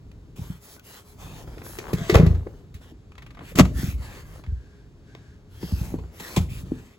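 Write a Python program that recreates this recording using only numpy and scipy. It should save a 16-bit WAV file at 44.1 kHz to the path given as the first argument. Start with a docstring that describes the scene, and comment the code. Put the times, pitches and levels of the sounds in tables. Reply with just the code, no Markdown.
"""Inside a parked car, close to a hand-held microphone with two ports, a folding rear seat is put back up.
The back creaks upright in uneven slips and bangs into its steel latch; the cushion ticks over on its hinge
and slaps down; a headrest is swung up and knocks home. Padded blows are short pushes that boom in the cabin,
hard blows are noise bursts that ring the frame. Hands brush the upholstery and a belt slides, as shaped noise."""
import sys
import numpy as np
from scipy import signal
from scipy.fft import rfft, irfft, next_fast_len
from scipy.io import wavfile
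from scipy.ndimage import uniform_filter1d

SR = 44100
rng = np.random.default_rng(int(sys.argv[2]) if len(sys.argv) > 2 else 0)


def to_wav(sig):
    """Store sig (one row per channel, or 1-D mono) as 16-bit WAV at the path in sys.argv[1].

    Samples outside -1..1 are clipped; the rate is SR.
    """
    pcm = np.clip(np.atleast_2d(sig), -1, 1) * 32767
    pcm = np.round(pcm).astype(np.int16)
    wavfile.write(sys.argv[1], SR, pcm.T)  # frames by channels


N = 307818
TIME = np.arange(N) / SR


def amp(db):
    """Decibels to gain."""
    return 10 ** (np.asarray(db) / 20)


def evened(x):
    """Scaled to an rms of one."""
    return x / np.sqrt(np.mean(x ** 2) + 1e-20)


def read(points, hz):
    """A table joined by straight lines over log frequency."""
    f, value = np.transpose(points)
    return np.interp(np.log(hz + 1), np.log(f + 1), value)


def add(mix, s, sound):
    """Mixes a sound in at a time in seconds, cutting what runs past the end."""
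    part = mix[..., round(s * SR):][..., :sound.shape[-1]]
    part += sound[..., :part.shape[-1]]


def noise(colour, size=N, tilt_db=0):
    """Two unrelated noises of one colour and rms one, tilted in dB per octave about 1 kHz."""
    n = next_fast_len(size)
    hz = np.fft.rfftfreq(n, 1 / SR)
    octaves = np.log2(np.maximum(hz, 250) / 1000)  # the tilt stops below 250 Hz
    spectrum = rfft(rng.standard_normal((2, n))) * amp(read(colour, hz) + tilt_db * octaves)
    return evened(irfft(spectrum, n)[:, :size])


def flutter(seconds):
    """Smooth random wobble of rms one that changes over the given time."""
    size = max(2, int(seconds * SR))
    once = uniform_filter1d(rng.standard_normal(N), size)
    return evened(uniform_filter1d(once, size))


def swell(start, length, rise):
    """A sliding movement: it speeds up, holds and slows to a stop."""
    release_share = 0.42  # the hand slows and lifts over this last part of a stroke
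    up = np.clip((TIME - start) / max(rise, 1e-3), 0, 1)
    down = np.clip((start + length - TIME) / (release_share * length), 0, 1)
    return (np.sin(np.pi / 2 * up) * np.sin(np.pi / 2 * down)) ** 2


def ring(x, modes):
    """The ringing of damped modes driven by x; each has its gain at its own pitch."""
    t = np.arange(SR // 2) / SR
    response = 0
    for hz, db, t60 in modes:
        damping = np.log(1000) / t60
        decay = np.exp(-damping * t)
        response = response + amp(db) * 2 * damping / SR * decay * np.cos(2 * np.pi * hz * t)
    return signal.oaconvolve(x, response[None], axes=1)[:, :N]


# springs and trim rattling on: (frequency [Hz], time to fall 60 dB [s])
TAIL_T60 = [(300, 0.65), (1000, 0.29), (4000, 0.36), (14000, 0.37)]


def rattle(x):
    """A diffuse noise tail, scaled to unit energy in its first row, whose low end lasts longest."""
    hz, t, z = signal.stft(rng.standard_normal((2, SR // 2)), SR, nperseg=256)
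    fading = z * amp(-60 * t / read(TAIL_T60, hz)[:, None])
    tail = signal.istft(fading, SR, nperseg=256)[1]
    return signal.oaconvolve(x, tail / np.linalg.norm(tail[0]), axes=1)[:, :N]


# still air of the parked car: (frequency [Hz], level per Hz [dB])
AIR_COLOUR = [(20, -15), (70, 5), (250, -5), (400, -10), (490, -12), (700, -17), (1500, -23), (4000, -28.5),
              (7500, -34), (10000, -40.5), (16000, -59)]
# a faint, narrow hum in the cabin: (frequency [Hz], level per Hz [dB])
HUM_COLOUR = [(330, -60), (395, -12), (412, 0), (430, -12), (500, -60)]


def still_air(air_db=-55, hum_db=-65):
    """The quiet cabin all around: steady air noise and a hum made of narrow-band noise."""
    return amp(air_db) * noise(AIR_COLOUR) + amp(hum_db) * noise(HUM_COLOUR)


# low rumble as the seat's weight shifts, before the trim: (time [s], level [dB])
SHIFTING = [(0, -44), (.45, -45), (0.682, -75), (1.05, -53.5), (1.25, -38.5), (1.85, -42.5), (2.3, -38.5),
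            (3.0, -49), (3.52, -42), (3.68, -31), (4.099, -41), (4.8, -47.5), (5.5, -47.5), (5.92, -32),
            (6.25, -58), (6.42, -34), (6.75, -37), (6.92, -60)]
# its colour: (frequency [Hz], level per Hz [dB])
SHIFT_COLOUR = [(15, -37.5), (35, 1.5), (65, 2.5), (140, -2.5), (220, -13), (280, -12), (400, -21.5),
                (600, -31), (1500, -53)]


def shifting(trim_db=-1):
    """Low rumble of the seat moving on its springs: dark noise that follows the weight."""
    s, db = np.transpose(SHIFTING)
    return amp(np.interp(TIME, s, db) + trim_db) * noise(SHIFT_COLOUR)


# the seat belt running off its reel: (start [s], length [s], rise [s], level [dB])
BELT = [(4.423, 0.54, 0.014, -64.5), (5.014, 0.44, 0.086, -62)]
# colour of the webbing: (frequency [Hz], level per Hz [dB])
BELT_COLOUR = [(700, -21.5), (1350, -9.5), (1620, 4), (1900, -8), (2900, -11.5), (3700, -13.5), (4600, -13),
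               (7500, -19), (16000, -37)]


def belt():
    """Webbing slides through its guide with a faint, whistling rasp."""
    level = sum(amp(db) * swell(start, length, rise) for start, length, rise, db in BELT)
    return level * noise(BELT_COLOUR)


# a sleeve swishing over smooth leather: (start [s], length [s], rise [s], pitch [Hz], level [dB])
SWISHES = [(1.953, 0.13, 0.018, 1610, -48), (5.576, 0.26, 0.074, 4850, -51), (6.477, .15, 0.016, 2424, -53)]


def swishes(width_octaves=0.41, skirt_db=-14):
    """Rubbing noise in one narrow band, falling by skirt_db for each width away from its pitch."""
    out = np.zeros((2, N))
    for start, length, rise, hz, db in SWISHES:
        band = [(hz * 2 ** (k * width_octaves), skirt_db * abs(k)) for k in (-4, 0, 4)]
        out += amp(db) * swell(start, length, rise) * noise(band)
    return out


def wander(x, depth_db):
    """The colour of the rub drifts as the contact moves over seams and padding."""
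    z = signal.stft(x, nperseg=1024, noverlap=768)[2]
    patches = rng.standard_normal(z.shape[1:])
    for _ in range(2):
        across_pitch = uniform_filter1d(patches, size=6, axis=0)
        patches = uniform_filter1d(across_pitch, size=16, axis=1)
    drifting = z * amp(depth_db * evened(patches))
    return evened(signal.istft(drifting, nperseg=1024, noverlap=768)[1][:, :N])


def snags(per_s=45, level_db=-0.5, t60=0.004):
    """Seams catching under the hand: sparse, dry ticks of uneven size, levelled against the rub."""
    t = np.arange(SR // 40) / SR
    clicks = (rng.random(N) < per_s / SR) * rng.standard_normal(N)
    tick = noise(TICK_COLOUR, size=len(t)) * np.exp(-np.log(1000) * t / t60)
    return amp(level_db) * signal.oaconvolve(clicks[None], tick, axes=1)[:, :N]


# hand and sleeve stroking the upholstery, levels before the trims:
# (start [s], length [s], rise [s], dull drag [dB], rub [dB], hiss of the nap [dB])
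STROKES = [(0.354, 0.28, 0.012, -51, -53, -55.5), (0.579, 0.23, 0.099, -53, -53.5, -48),
           (0.81, 0.26, 0.076, -55, -51.5, -51.5), (1.009, 0.19, 0.072, -60, -60, -59),
           (1.138, .37, 0.13, -45.5, -47.5, -53), (1.453, 0.24, 0.028, -50, -55, -61.5),
           (1.619, 0.21, 0.042, -49.5, -49, -46), (1.778, 0.21, 0.12, -38.5, -53.5, -56),
           (1.947, 0.25, 0.052, -48, -40, -53), (2.36, 0.33, 0.013, -58, -64, -70.5),
           (2.798, .15, 0.026, -56.5, -55.5, -64.5), (3.384, 0.19, 0.14, -65, -48.5, -54),
           (3.712, .27, 0.089, -54, -41, -42.5), (3.932, 0.36, 0.13, -49, -46.5, -54),
           (4.231, 0.23, 0.043, -55, -57, -62), (5.473, .18, 0.09, -67, -58.5, -62.5),
           (5.579, 0.44, 0.065, -48.5, -50.5, -49.5), (5.896, 0.32, 0.026, -53, -62, -74),
           (6.096, 0.42, 0.15, -48.5, -45.5, -46.5), (6.481, .18, .03, -67, -50.5, -50.5),
           (6.617, 0.4, 0.054, -62, -57, -66.5)]
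# colour of a heavy drag over padding: (frequency [Hz], level per Hz [dB])
DRAG_COLOUR = [(150, -3.5), (340, 1), (500, -1.5), (680, -6), (900, -6), (1400, -14), (4000, -40.5)]
# colour of the rub: (frequency [Hz], level per Hz [dB])
RUB_COLOUR = [(500, -13.5), (900, -4.5), (1400, -1), (2000, -0.5), (3000, -0.5), (5000, -7.5), (8000, -10),
              (16000, -47)]
# colour of the nap's hiss: (frequency [Hz], level per Hz [dB])
NAP_COLOUR = [(1000, -27.5), (3000, -9.5), (5000, 0.5), (8000, 2.5), (12000, 5), (15000, 1.5)]


def upholstery(rub_trim_db=-1, nap_trim_db=1, catch_db=1.34, grain_db=2, judder_db=3):
    """Rubbed cloth: a dull drag, a rub and a bright hiss, all roughened as fibres catch and let go."""
    power = 0
    for start, length, rise, *levels_db in STROKES:
        power = power + np.outer(amp(levels_db), swell(start, length, rise)) ** 2
    drag, rub, nap = np.sqrt(power)
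    drag = drag * evened(amp(judder_db * flutter(0.0066)))
    catching = evened(amp(catch_db * flutter(0.036) + grain_db * flutter(0.00026)))
    dull = drag * wander(noise(DRAG_COLOUR), depth_db=2.0)
    rubbing = amp(rub_trim_db) * rub * (wander(noise(RUB_COLOUR), depth_db=3.4) + snags())
    hiss = amp(nap_trim_db) * nap * wander(noise(NAP_COLOUR), depth_db=-2.6)
    return catching * (dull + rubbing + hiss)


# leather squeaking as it is squeezed: (time [s], length [s], mean pitch [Hz], level [dB])
SQUEAKS = [(0.772, 0.042, 1450, -56), (1.987, 0.1, 680, -42.5), (3.518, 0.011, 509, -40.5)]


def squeaks(waver=0.04):
    """Short wavering tones of leather sliding on leather."""
    out = np.zeros((2, N))
    for s, length, hz, db in SQUEAKS:
        size = int(length * SR)
        turns = np.cumsum(hz * (1 + waver * flutter(.003)[:size])) / SR
        add(out, s, amp(db) * signal.windows.tukey(size, .5) * np.sin(2 * np.pi * turns))
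    return out


# the hinge sticking and slipping as the back rises: (time [s], mean rate [slips/s], mean level [dB])
CREAK = [(1.623, 24, -42), (1.70, 25, -41), (1.745, 50, -41), (1.80, 72, -41), (1.87, 74, -35),
         (1.90, 72, -37)]
# each slip runs along the frame, treble first
SLIP_HZ, SLIP_END_HZ, SLIP_GLIDE_S, SLIP_DECAY_S = 2300, 370, .0015, .002


def creak(uneven=.035, scatter_db=2):
    """Uneven slips of the hinge, quickening as the back swings up; each is a tiny falling chirp."""
    s, rate, db = np.transpose(CREAK)
    turns = np.cumsum(np.interp(TIME, s, rate, left=0) * (1 + uneven * flutter(.01))) / SR
    level = np.interp(TIME, s, amp(db), left=0, right=0)
    slips = np.diff(np.floor(turns), prepend=0) * level  # one impulse per whole turn
    slips = slips * amp(scatter_db * rng.standard_normal(N))
    t = np.arange(SR // 20) / SR
    hz = SLIP_END_HZ + (SLIP_HZ - SLIP_END_HZ) * np.exp(-t / SLIP_GLIDE_S)
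    fade = (1 + t / SLIP_DECAY_S) * np.exp(-t / SLIP_DECAY_S)
    slip = fade * np.sin(2 * np.pi * np.cumsum(hz) / SR)
    return np.tile(signal.oaconvolve(slips, slip)[:N], (2, 1))


# modes of the seat's steel frame, before each part's ring level:
# (frequency [Hz], gain [dB], time to fall 60 dB [s])
FRAME = [(432, -5, .2), (689, 3, .2), (808, 7, .2), (1020, 5, .1), (1179, 3, .14), (1268, 7, .12),
         (1819, 5, .1), (1975, 5, .1), (2178, 9, .08), (2440, 8, .08), (2599, 9, .1), (3339, 6, .12),
         (3515, 6, .12), (4140, 3, .1), (4672, 7, .1), (6302, 6, .1), (7397, 8, .1)]


def strikes(rows, colour, ring_db, tail_db, chatter_db):
    """Hard contacts: a burst of tiny collisions, as noise, that rings the steel frame and leaves a rattle."""
    out, t = np.zeros((2, N)), np.arange(SR // 5) / SR
    for s, db, rise, t60, tilt_db in rows:
        shape = (1 - np.exp(-t / max(rise, 1e-4))) * np.exp(-np.log(1000) * t / t60)
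        burst = noise(colour, size=len(t), tilt_db=tilt_db)
        add(out, s, amp(db) * shape / shape.max() * burst)
    out = out * evened(amp(chatter_db * flutter(0.0004)))
    return out + amp(ring_db) * ring(out, FRAME) + amp(tail_db) * rattle(out)


# small hinge and buckle ticks: (time [s], level [dB], time to fall 60 dB [s], tilt [dB/octave])
TICKS = [(.115, -52, 0.024, 3), (.764, -44, 0.027, -5), (0.795, -46, 0.019, 9), (1.475, -36.5, 0.035, -8),
         (1.581, -39.5, 0.017, -0.5), (1.618, -42, 0.032, -1), (2.742, -48.5, 0.13, 6.5),
         (3.119, -47.5, 0.019, 1), (3.154, -47.5, 0.019, 1), (3.371, -43.5, 0.075, -3),
         (3.391, -40, .03, -1.5), (3.406, -38.5, 0.18, -6.5), (4.438, -46, 0.048, 0),
         (4.463, -50, .039, 1.5), (5.150, -40, 0.014, .5)]
# their colour: (frequency [Hz], level per Hz [dB])
TICK_COLOUR = [(250, -1), (600, -1.5), (1400, 1), (3000, -4), (4600, -13.5), (6500, -19.5), (16000, -32)]
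TICK_RISE_S = .0005
# the cushion's hinge ratchets evenly as it swings down
RATCHET_START_S, RATCHET_GAP_S, RATCHET_COUNT, RATCHET_RISE_S = 3.1795, .0418, 5, .0013
# level of the first tick, change per tick, ring time, tilt per octave
RATCHET_DB, RATCHET_FADE_DB, RATCHET_T60_S, RATCHET_TILT_DB = -43, -1.8, 0.047, 1.5
# loose links and springs clatter on after the latch shuts
CLATTER_START_S, CLATTER_S, CLATTER_COUNT, CLATTER_T60_S = 2.17, .26, 16, 0.042
CLATTER_DB, CLATTER_FALL_DB_PER_S, CLATTER_TILT_DB = -22, -105, -7  # tilt per octave


def ticks():
    """Hard contacts of small parts: single ticks, the hinge's fading ratchet and the loose clatter."""
    rows = [(s, db, TICK_RISE_S, t60, tilt_db) for s, db, t60, tilt_db in TICKS]
    for k in range(RATCHET_COUNT):
        s, db = RATCHET_START_S + k * RATCHET_GAP_S, RATCHET_DB + k * RATCHET_FADE_DB
        rows.append((s, db, RATCHET_RISE_S, RATCHET_T60_S, RATCHET_TILT_DB))
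    # one clatter at a random moment in each of equal slots
    ages = CLATTER_S * (np.arange(CLATTER_COUNT) + rng.random(CLATTER_COUNT)) / CLATTER_COUNT
    for age in ages:
        db = CLATTER_DB + CLATTER_FALL_DB_PER_S * age
        rows.append((CLATTER_START_S + age, db, TICK_RISE_S, CLATTER_T60_S, CLATTER_TILT_DB))
    return strikes(rows, TICK_COLOUR, ring_db=-6.5, tail_db=-8.5, chatter_db=1)


# the headrest knocking on its stop:
# (time [s], level [dB], rise [s], time to fall 60 dB [s], tilt [dB/octave])
HEADREST = [(5.628, -41.5, 0.00089, 0.058, -4), (5.940, -33.5, 0.001, 0.045, -10.5),
            (5.986, -43, 0.00082, 0.072, -4.5), (6.197, -36, 0.0028, 0.073, 0),
            (6.362, -22, 0.003, 0.036, -0.5), (6.371, -23, 0.0011, 0.07, -1)]
# its colour when struck: (frequency [Hz], level per Hz [dB])
HEADREST_COLOUR = [(250, -16.5), (400, -4), (620, -10), (950, 0), (1400, -25), (2000, -10), (2800, -10.5),
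                   (5500, -17), (7500, -14.5), (11000, -22.5), (16000, -23)]


def headrest():
    """Hard knocks of the headrest, with little frame ring."""
    return strikes(HEADREST, HEADREST_COLOUR, ring_db=-11, tail_db=-13.5, chatter_db=1.5)


# the cushion slapping onto its base:
# (time [s], level [dB], rise [s], time to fall 60 dB [s], tilt [dB/octave])
CUSHION = [(3.554, -31.5, 0.0016, 0.1, 2), (3.569, -27.5, 0.017, 0.12, 0), (3.582, -24.5, 0.0015, .04, 13),
           (3.587, -11.5, 0.0028, 0.039, -0.5), (3.594, -1.5, 0.0046, 0.046, -2),
           (3.602, -24.5, 0.0012, 0.014, -5.5), (3.650, -28.5, 0.0061, 0.034, -2.5)]
# its colour when struck: (frequency [Hz], level per Hz [dB])
CUSHION_COLOUR = [(160, -29.5), (255, 3.5), (400, -10), (600, -9), (850, -14.5), (1250, -7.5),
                  (1490, -18.5), (2640, -12.5), (2770, -14.5), (4020, -21.5), (8360, -21), (8920, -31.5),
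                  (11000, -27.5), (16000, -32)]


def cushion():
    """The slap of the cushion, rough in level and the driest of the hard contacts."""
    return strikes(CUSHION, CUSHION_COLOUR, ring_db=-17, tail_db=-19.5, chatter_db=4)


# the steel latch snapping and rattling:
# (time [s], level [dB], rise [s], time to fall 60 dB [s], tilt [dB/octave])
LATCH = [(1.786, -30, .003, 0.022, 4.5), (1.984, -32.5, 0.0006, 0.018, 2.5),
         (2.096, -19, 0.00023, 0.075, 1), (2.097, -17, 0.0014, 0.031, 2.5),
         (2.185, -19, 0.00068, 0.017, 0.5), (2.263, -33.5, 0.00077, 0.053, 3.5)]
# its colour when struck: (frequency [Hz], level per Hz [dB])
LATCH_COLOUR = [(240, -24), (400, 12), (814, -44), (921, -23), (1450, -22.5), (2050, -14.5), (2500, -20),
                (3020, -22.5), (4240, -24), (6440, -30), (8900, -38), (11000, -39), (16000, -42.5)]


def latch():
    """The snap of steel on steel, which rings the frame most strongly."""
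    return strikes(LATCH, LATCH_COLOUR, ring_db=2, tail_db=-2, chatter_db=1.5)


# the seat back banging against its stops:
# (time [s], level [dB], rise [s], time to fall 60 dB [s], tilt [dB/octave])
BACK = [(1.930, -30.5, 0.0017, 0.097, 4.5), (2.141, -18.5, .002, 0.031, 1.5),
        (2.145, -11.5, 0.0011, 0.066, -1.5), (2.152, -10, 0.0012, 0.037, 1),
        (2.164, -22.5, 0.0021, 0.095, 1), (2.198, -19.5, 0.00063, 0.081, -3.5),
        (2.223, -22.5, 0.0011, .05, -6), (2.263, -26, 0.00055, 0.059, -4.5),
        (2.347, -39.5, 0.00048, 0.079, 0.5), (2.466, -34.5, 0.0015, 0.046, -6)]
# its colour when struck: (frequency [Hz], level per Hz [dB])
BACK_COLOUR = [(190, -24.5), (330, -8.5), (449, -1.5), (685, -14), (833, -13), (1150, -19.5), (1250, -20),
               (2100, -20), (3370, -28.5), (7830, -36.5), (9360, -43.5), (10800, -39), (16000, -45)]


def seat_back():
    """Hard bangs of the seat back, with little frame ring and some rattle."""
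    return strikes(BACK, BACK_COLOUR, ring_db=-11.0, tail_db=-10.5, chatter_db=3.5)


# soft blows of padded, heavy parts:
# (time [s], level [dB], pitch [Hz], first touch against the blow [dB])
THUMPS = [(.392, -27.5, 149, -11), (.416, -27, 105, -28), (0.501, -24, 153, -29), (1.574, -31, 440, -15),
          (1.932, -15.5, 394, -33), (1.939, -14, 150, -28), (2.015, -22.5, 147, -10),
          (2.125, -15.5, 148, -23), (2.156, -4.5, 101.4, -14), (2.473, -39.5, 185, 8),
          (2.748, -32, 97.5, -16), (2.922, -37.5, 286, -10), (3.558, -22, 155, -10), (3.608, -3, 157, -6),
          (3.748, -22.5, 75, -20), (3.795, -27.5, 133, -1), (3.839, -18.5, 130, -3.5),
          (3.884, -21, 104, -5.5), (3.938, -26.5, 60.5, -10), (3.995, -27, 85, -19), (4.481, -27, 70, -6.5),
          (4.522, -22, 78.8, -21.5), (5.151, -38, 390, -22), (5.639, -24.5, 155, 1), (5.731, -18, 86.4, -2),
          (5.813, -20.5, 126, -23), (5.923, -32, 149, -15), (5.941, -18, 293, -23),
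          (6.208, -37.5, 205, -15), (6.377, -11, 145, -6), (6.516, -25, 99, -24), (6.586, -34, 90, -19),
          (6.636, -32.5, 149, -4.5), (6.719, -15.5, 277, -27)]
TOUCH_LEAD_S, TOUCH_PITCH_RATIO = 0.00753, 1.92  # the taut cover meets first, earlier and higher
# heavy parts rebounding after a blow, level and pitch before they weaken, soften and scatter:
# (first rebound [s], time between [s], lasting [s], level [dB], pitch [Hz])
REBOUNDS = [(2.196, 0.036, 0.22, -5, 137), (3.629, 0.014, 0.027, -12, 142),
            (5.950, 0.031, 0.14, -27.5, 118.6), (6.403, .0215, 0.032, -15.5, 111)]
REBOUND_FALL_DB, REBOUND_SAG = -27.5, 0.39  # lost by the end of the rebounds: level, share of the pitch
REBOUND_SCATTER = .08  # largest random share of the pitch, either way
RECOIL_S, RECOIL_DB = .012, -10  # each rebound is caught by the opposite stop


def blows():
    """Every padded contact as (s, dB, Hz): first touch and blow, then weakening, softening rebounds."""
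    for s, db, hz, touch_db in THUMPS:
        yield s - TOUCH_LEAD_S, db + touch_db, hz * TOUCH_PITCH_RATIO
        yield s, db, hz
    for s, gap, length, db, hz in REBOUNDS:
        for age in np.arange(0, length, gap):
            level_db = db + REBOUND_FALL_DB * (age / length) ** 2
            scatter = 1 + REBOUND_SCATTER * rng.uniform(-1, 1, 2)
            pitch, recoil_pitch = hz * (1 - REBOUND_SAG * age / length) * scatter
            yield s + age, level_db, pitch
            yield s + age + RECOIL_S, level_db + RECOIL_DB, recoil_pitch


# air and panel modes of the cabin, before the boom level:
# (frequency [Hz], gain [dB], time to fall 60 dB [s])
CABIN = [(60.3, 14.5, 0.29), (84.1, 0.5, 0.21), (120.3, 1.5, 0.5), (160.5, 2.5, 0.29), (180.7, 1, 0.12),
         (253.8, 1, 0.16), (312.6, -3, 0.084), (434, 4.5, 0.34)]


def thumps(swell_cycles=0.44, boom_db=-1, tail_db=-15):
    """Each padded blow is a push that soon dies away and sets the cabin booming."""
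    out, t = np.zeros((1, N)), np.arange(SR // 6) / SR
    for s, db, hz in blows():
        u = t * hz / swell_cycles
        add(out, s, amp(db) * u * np.exp(1 - u) * np.sin(2 * np.pi * hz * t))
    direct = (out + amp(boom_db) * ring(out, CABIN))[0]
    # the pressure difference across the ports is a quarter cycle off
    across = signal.hilbert(direct, next_fast_len(N)).imag[:N]
    return np.array([direct, across]) + amp(tail_db) * rattle(out)


# likeness of the two microphone ports: (frequency [Hz], likeness [0-1])
LIKENESS = [(100, .95), (300, .88), (700, .7), (2000, .6), (5000, .55), (8000, .8), (9300, .97),
            (16000, .96)]
# phase between them: (frequency [Hz], lead of the left [rad])
PORT_PHASE = [(300, 0), (900, .6), (2200, -2), (3000, -2.2), (4100, 0), (5300, 1.9), (6900, 0),
              (9250, -3.14), (11400, -6.28), (13650, -9.42), (15800, -12.57)]
# level between them: (frequency [Hz], left minus right [dB])
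BALANCE = [(170, 0), (350, 2), (1200, 2.5), (2500, 1.4), (4500, .2)]


def ports(x):
    """The first row reaches both ports alike, the second with opposite signs; the treble arrives out of step."""
    n = next_fast_len(N + SR // 10)
    hz = np.fft.rfftfreq(n, 1 / SR)
    same = np.clip(read(LIKENESS, hz), 0, 1)
    common, apart = rfft(x, n) * np.sqrt([(1 + same) / 2, (1 - same) / 2])
    # half of the level and phase difference goes to each port
    lean = amp(read(BALANCE, hz) / 2) * np.exp(.5j * read(PORT_PHASE, hz))
    return irfft(np.array([(common + apart) * lean, (common - apart) / lean]), n)[:, :N]


def scene():
    """The cabin, the hands and all parts of the seat, picked up at the two ports."""
    background = still_air() + shifting()
    sliding = belt() + swishes() + upholstery() + squeaks() + creak()
    hard = ticks() + headrest() + cushion() + latch() + seat_back()
    return ports(background + sliding + hard + thumps())


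def record(dry):
    """The microphone loses the lowest bass and rounds off the loudest peaks; then the band limit."""
    heard = signal.sosfilt(signal.butter(1, 12, "high", fs=SR, output="sos"), dry)
    rounded = heard / (1 + (heard / .95) ** 6) ** (1 / 6)
    lowpass = signal.firwin(511, 16200, window=("kaiser", 9), fs=SR)
    return signal.oaconvolve(rounded, lowpass[None], "same")


dry = scene()
out = record(dry)
to_wav(out)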